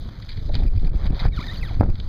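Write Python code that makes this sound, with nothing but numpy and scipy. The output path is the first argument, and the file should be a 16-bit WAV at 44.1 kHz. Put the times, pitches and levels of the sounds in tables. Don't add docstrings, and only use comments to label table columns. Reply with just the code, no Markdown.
import sys
import numpy as np
from scipy import signal
from scipy.fft import rfft, irfft, next_fast_len
from scipy.io import wavfile
from scipy.ndimage import uniform_filter1d, map_coordinates

SR = 44100
rng = np.random.default_rng(int(sys.argv[2]) if len(sys.argv) > 2 else 0)


def generate_wav(signal):
    frames = np.transpose(np.atleast_2d(signal))
    scaled = np.clip(frames, -1, 1) * 32767
    pcm = np.round(scaled).astype(np.int16)
    wavfile.write(sys.argv[1], SR, pcm)


def invert_db(x):
    u = np.asarray(x, float) / 20
    return 10 ** u


N = 91904
T = np.arange(N) / SR

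# time in seconds, strength in dB, roughness (upper rumble) in dB.
WIND = [(0.0, -21.5, -3.5), (0.09, -34, 4.5), (0.37, -27, -5.5), (0.41, -36, 7), (0.45, -19, -5),
        (0.69, -10.5, 0.5), (0.71, -12, -7), (0.85, -18, -1), (1.15, -22.5, 7), (1.19, -23.5, -9.5),
        (1.28, -18.5, 11), (1.32, -23, -3.5), (1.39, -30, 11), (1.42, -30.5, 5.5), (1.78, -18, -4.5),
        (1.81, -8, -3), (2.04, -23.5, -3)]
# centre in seconds, width in seconds, change in dB.
LULLS = [
    (.09, 0.01, -6.5),
    (.39, 0.014, 1.5),
    (.925, 0.013, -5.5),
    (.995, 0.022, -7.5),
    (1.52, 0.0073, -4),
    (1.965, 0.02, -13.5),
]
# frequency in Hz, density in dB per Hz.
RUMBLE_COLOUR = [(7.1, -35), (12, -24), (22, 1.5), (35, -7), (94, -10.5), (449, -36), (727, -45.5),
                 (1050, -59.5), (1200, -60.5), (1560, -68), (2640, -120)]
# centre in seconds, peak pressure (full scale 1), width in seconds.
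SURGES = [(0.459, -0.26, .005), (0.467, 0.11, 0.0078), (0.501, 0.25, 0.0062), (0.529, -0.3, 0.0074),
          (0.592, 0.4, .012), (0.611, -0.34, 0.0086), (0.638, -0.52, 0.0035), (.665, -0.43, 0.0054),
          (0.682, 0.59, 0.0066), (0.701, -0.42, 0.026), (.729, 0.12, 0.006), (0.764, -0.28, 0.0032),
          (0.7677, 0.12, 0.0028), (0.78, 0.46, 0.0038), (0.808, -0.45, 0.011), (.852, -0.34, 0.0024),
          (0.874, 0.53, 0.0072), (0.898, -0.35, 0.0093), (0.96, 0.51, 0.0047), (0.9516, -0.25, 0.0016),
          (0.969, -0.38, 0.011), (1.0225, 0.18, 0.0035), (1.0393, -0.29, .004), (1.0444, -0.036, 0.002),
          (1.076, 0.44, 0.0043), (1.085, 0.12, 0.0036), (1.099, -0.37, 0.0059), (1.1069, -0.37, 0.0014),
          (1.131, -0.28, 0.0014), (1.142, 0.28, 0.0046), (1.2209, -0.18, 0.0017), (1.2303, 0.25, 0.0068),
          (1.2513, -0.054, 0.0011), (1.256, 0.17, 0.0027), (1.262, -0.64, 0.0039), (1.271, -0.36, 0.0035),
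          (1.2807, 0.24, 0.0025), (1.287, 0.58, 0.0033), (1.372, .15, 0.0036), (1.3798, -0.16, 0.0044),
          (1.3916, 0.19, 0.0013), (1.6286, 0.24, 0.0047), (1.651, -0.068, 0.0022), (1.756, 0.29, 0.0086),
          (1.7784, -0.16, 0.004), (1.8, 0.48, 0.0021), (1.805, -0.33, 0.0015), (1.81, 1.3, 0.00037),
          (1.8123, 0.24, 0.00023), (1.817, 0.25, 0.00024), (1.8189, 0.22, 0.0016), (1.821, 0.25, 0.0009),
          (1.8263, -0.17, 0.0012), (1.8403, 0.33, 0.0022), (1.8539, -.28, 0.003), (1.859, -0.21, 0.0016),
          (1.8746, -.15, 0.0026), (1.9019, -0.39, 0.0027), (1.918, 0.43, 0.013), (2.0744, -0.19, 0.0064),
          (2.085, 0.11, .004)]
# start in seconds, peak in dB, 60 dB decay in seconds.
PUFFS = [(.551, -28, 0.13), (.59, -25.5, 0.069), (.85, -28.5, 0.079), (.875, -20.5, 0.044),
         (.94, -33, 0.041), (1.038, -42, 0.025), (1.1, -27, 0.028), (1.127, -23, 0.045),
         (1.252, -13, 0.018), (1.709, -26, 0.04), (1.8095, 1, 0.0085), (1.8165, -5, 0.013),
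         (1.8275, -12.5, 0.033), (1.832, -13, .02), (1.847, -22, 0.017), (1.859, -24, 0.039),
         (1.865, -27.5, 0.016), (1.891, -30, 0.047)]
# start in seconds, peak in dB, 60 dB decay in seconds.
SOFT_PUFFS = [
    (.491, -28.5, 0.081),
    (.62, -22, 0.03),
]
# frequency in Hz, density in dB per Hz.
PUFF_COLOUR = [(100, -39.5), (250, 8), (450, -2), (800, -6), (1300, -19), (2500, -31.5), (4000, -89)]

# time in seconds, slip rate in Hz, level in dB, level of the overtones in dB.
FIRST_SQUEAK = [
    (1.33, 1940, -63, -48),
    (1.35, 1837, -48.5, -40.5),
    (1.36, 1769, -61, -49),
    (1.38, 1350, -37, -40),
    (1.4, 948, -49, -44),
    (1.415, 1257, -34.5, -38),
    (1.428, 1460, -49, -48),
]
SECOND_SQUEAK = [
    (1.44, 1810, -38, -44),
    (1.458, 1784, -53, -53),
    (1.471, 2050, -44, -67),
    (1.483, 1878, -41.5, -36),
    (1.494, 1768, -40.5, -35.5),
    (1.508, 1930, -43, -43),
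    (1.525, 2070, -39.5, -59),
    (1.539, 1688, -63, -40),
    (1.552, 2080, -60, -53.5),
]
THIRD_SQUEAK = [
    (1.612, 2670, -37, -41),
    (1.626, 2513, -37, -48.5),
    (1.635, 2041, -32, -43),
    (1.649, 1872, -49, -49.5),
    (1.673, 1518, -49.5, -47),
    (1.697, 1060, -53.5, -43.5),
    (1.72, 670, -48, -77),
]
# time in seconds, slip rate in Hz, level in dB, level of the overtones in dB.
CHIRPS = [
    [(1.315, 2320, -56, -70), (1.33, 2200, -44.5, -80)],
    [(1.428, 2305, -35.5, -48), (1.442, 2380, -51, -50)],
    [(1.572, 2290, -67, -36), (1.583, 2200, -65, -42.5), (1.6, 1794, -50, -54)],
    [(1.55, 3210, -44, -75), (1.562, 2700, -32, -75)],
    [(1.43, 4510, -54, -80), (1.442, 4860, -50, -80)],
]
# frequency in Hz, gain in dB.
OVERTONES = [(1000, 0), (4500, 0), (5500, -14), (7500, -30), (10000, -27), (14000, -29)]
# time in seconds, lift of the highest overtones in dB.
SHINE = [(1.33, -25), (1.4, -8), (1.49, -12), (1.525, 0), (1.545, 10), (1.58, 2), (1.615, 9), (1.655, 10),
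         (1.69, -6)]

# start in seconds, peak in dB, 60 dB decay in seconds.
RUSTLES = [(0.221, -38, 0.092), (0.287, -33, 0.19), (0.3124, -37, 0.065), (0.3696, -35.5, 0.091),
           (0.3924, -39.5, 0.063), (0.537, -33.5, 0.12), (0.555, -31.5, 0.094), (0.5871, -37.5, 0.089),
           (0.7602, -40, 0.067), (0.847, -33.5, 0.025), (1.039, -38, 0.072), (1.0649, -30.5, 0.051),
           (1.1478, -42.5, 0.34), (1.1924, -27, 0.098), (1.719, -46, 0.12), (1.999, -34.5, 0.038)]
# start in seconds, peak in dB.
SNAPS = [(0.2916, -24), (0.3688, -38), (0.5355, -34), (0.5431, -23), (0.5523, -16), (0.635, -40),
         (.7915, -42), (0.797, -40), (0.944, -50), (1.124, -45), (1.1458, -30.5), (1.193, -28.5),
         (1.4643, -30), (1.719, -43), (1.7429, -32.5), (1.9551, -33), (1.9995, -23.5)]
# frequency in Hz, density in dB per Hz.
CLOTH_COLOUR = [(350, -35.5), (700, -29), (2100, -2), (3800, 3), (4700, -1.5), (6000, -25.5), (7500, -38),
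                (15400, -48.5), (16000, -120)]

# time in seconds, level in dB, tilt towards the treble in dB.
SEA = [(0, -50.5, 2.5), (.14, -52.5, 1.5), (.47, -53, 3.5), (.66, -51.5, 0.5), (.83, -57, 1.5),
       (.89, -51.5, 0), (.915, -63, -2), (.95, -54, 0), (1.05, -44, -3), (1.1, -55, -2),
       (1.22, -40.5, -2.5), (1.27, -41, -4.5), (1.3, -64, 0), (1.37, -45.5, 3.5), (1.58, -44.5, 2),
       (1.78, -51, 0), (1.87, -57, -1.5), (2.08, -51, 2.5)]
# centre in seconds, width in seconds, change in dB.
HISS_GAPS = [
    (.695, 0.0039, -18),
    (.714, 0.0057, -7),
    (0.786, 0.0014, -22),
    (.889, .003, -12),
    (0.904, .005, -9),
]
# frequency in Hz, density in dB per Hz.
HISS_COLOUR = [(240, -55.5), (500, -1.5), (2000, -5), (3900, -4), (4900, -7), (6000, -15), (7500, -35),
               (15400, -32.5), (16000, -120)]

# centre in Hz, width in Hz.
NOTCHES = [(2740, 1304), (5520, 1660), (8100, 840), (11030, 500)]
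# level in dB of each harmonic of the step rate, lowest first.
BUZZ_DB = [-37, -40, -56, -53, -53, -53]


def unit(x):
    return x / np.sqrt(np.mean(x ** 2) + 1e-20)


def along(points, hz):
    f, value = np.transpose(points)
    return np.interp(np.log(hz + 1), np.log(f + 1), value)


def curves(rows):
    s, *columns = np.transpose(rows)
    return [np.interp(T, s, column) for column in columns]


def dips(rows):
    s, width, change_db = np.transpose(rows)[:, :, None]
    return np.sum(change_db * np.exp(-((T - s) / width) ** 4), axis=0)


def wobble(rate_hz, span=slice(None)):
    return map_coordinates(rng.standard_normal(N // 8), [T[span] * rate_hz])


def filtered(x, response):
    m = next_fast_len(N + 8192)
    hz = np.fft.rfftfreq(m, 1 / SR)
    return irfft(rfft(x, m) * response(hz), m)[..., :N]


def noise(colour, patchy_db):
    z = signal.stft(rng.standard_normal(N + 512), nperseg=256)[2]
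    patches = uniform_filter1d(rng.standard_normal(z.shape), 5, 0)
    patches = unit(uniform_filter1d(patches, 6, 1))
    x = signal.istft(z * invert_db(patchy_db * patches), nperseg=256)[1][:N]
    return unit(filtered(x, lambda hz: invert_db(along(colour, hz))))


def bursts(rows, rise_s):
    s, peak_db, t60 = np.transpose(rows)[:, :, None]
    age = np.clip(T - s, 0, 9)
    fall = invert_db(peak_db - 60 * age / t60)
    return np.sum(fall * (1 - np.exp(-age / rise_s)), axis=0)


def wind():
    strength_db, rough_db = curves(WIND)
    strength_db = strength_db + dips(LULLS)
    push = surges()
    shaking = rumble(strength_db, rough_db, push)
    push = filtered(push, lambda hz: hz ** 2 / (hz ** 2 + 8 ** 2))
    return shaking + push + puffs(strength_db, rough_db) * np.clip(1 - push ** 2, 0, 1)


def surges():
    s, peak, width = np.transpose(SURGES)[:, :, None]
    return np.sum(peak * np.exp(-((T - s) / width) ** 2), axis=0)


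def rumble(strength_db, rough_db, push):
    lumps_db, lump_hz, calm, swing = 1.5, 14.54, 6.9, 0.2
    air = noise(RUMBLE_COLOUR, patchy_db=3.0)
    deep = filtered(air, lambda hz: 1 / (1 + (hz / 130) ** 4))
    level_db = strength_db - 1.5 + lumps_db * wobble(lump_hz)
    x = invert_db(level_db) * (deep + invert_db(rough_db) * (air - deep))
    x = x / (1 + calm * uniform_filter1d(abs(push), size=300))
    return swing * np.tanh(x / swing)


def puffs(strength_db, rough_db):
    eddy_hz, eddy_db, eddy_spread_db, soft_hz = 65.2, -32, 8, 743
    flutter_db = 1.73 * strength_db + rough_db + eddy_db + eddy_spread_db * wobble(eddy_hz)
    gush = noise(PUFF_COLOUR, patchy_db=-2.5)
    dull = filtered(gush, lambda hz: hz / 500 / (1 + (hz / soft_hz) ** 8))
    sharp_level = invert_db(flutter_db) + invert_db(-3) * bursts(PUFFS, rise_s=0.00062)
    return sharp_level * gush + bursts(SOFT_PUFFS, rise_s=0.0026) * dull


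def squeak(rows):
    jitter, flutter_db, top_hz = 0.011, 3, 15400
    start, end = rows[0][0], rows[-1][0]
    span = slice(int((start - 0.002) * SR), int((end + 0.002) * SR))
    hz, first_db, upper_db = [c[span] for c in curves(rows)]
    to_edge = np.minimum(T[span] - start, end - T[span])
    gate = np.clip(to_edge / 0.0015 + 1, 0, 1)
    phase = 2 * np.pi * np.cumsum(hz * (1 + jitter * wobble(400, span))) / SR
    k = np.arange(1, 13)[:, None]
    overtone_db = upper_db - 6 * np.minimum(k - 2, 1) + along(OVERTONES, k * hz)
    level_db = np.where(k < 2, first_db, overtone_db)
    level_db += curves(SHINE)[0][span] * np.clip((k * hz - 6000) / 2500, 0, 1)
    flutter = np.array([wobble(130, span) for _ in k])
    gains = invert_db(level_db + 3.5 + flutter_db * flutter) * (k * hz < top_hz)
    out = np.zeros(N)
    out[span] = gate * np.sum(gains * np.sin(k * phase), axis=0)
    return out


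def rubber():
    strokes = [FIRST_SQUEAK, SECOND_SQUEAK, THIRD_SQUEAK]
    return sum(squeak(rows) for rows in strokes + CHIRPS)


def cloth():
    crackle = invert_db(-1.5 + 3.4 * wobble(600))
    rustle = crackle * bursts(RUSTLES, rise_s=0.0017) * noise(CLOTH_COLOUR, patchy_db=4.0)
    snap_t60_s = 0.013
    snaps = bursts([(s, db, snap_t60_s) for s, db in SNAPS], rise_s=0.00027)
    return rustle + snaps * noise(CLOTH_COLOUR, patchy_db=0.7)


def sea():
    level_db, tilt_db = curves(SEA)
    hiss = noise(HISS_COLOUR, patchy_db=2)
    low = filtered(hiss, lambda hz: 1 / (1 + (hz / 2600) ** 4))
    tilted = low * invert_db(-tilt_db) + (hiss - low) * invert_db(tilt_db)
    fizz_db = 0.31 * wobble(30.04) + 2.77 * wobble(400)
    return invert_db(level_db + dips(HISS_GAPS) + 2.5 + fizz_db) * tilted


def scene():
    return (wind() + rubber() + cloth() + sea())[None]


def notched(f):
    return np.prod([(c * c - f * f) / (c * c - f * f + 1j * f * w) for c, w in NOTCHES], axis=0)


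def gain_control(x):
    limit, duck_db_per_s, release_s, step_hz = 0.285, 706, 0.015, 2400
    level = uniform_filter1d(abs(x[0]), size=40)
    over = np.clip((level - limit) / 0.03, 0, 1)
    duck_db = signal.lfilter([duck_db_per_s / SR], [1, -np.exp(-1 / (release_s * SR))], over)
    buzz = sum(invert_db(db) * np.sin(2 * np.pi * k * step_hz * T) for k, db in enumerate(BUZZ_DB, 1))
    return x * invert_db(-duck_db) * (1 + over * buzz)


def roll_off(x):
    return signal.sosfilt(signal.butter(12, 15480, fs=SR, output="sos"), x)


def record(dry):
    mix = gain_control(filtered(dry, notched))
    return roll_off(np.clip(mix, -1, 1))


dry = scene()
out = record(dry)
generate_wav(out)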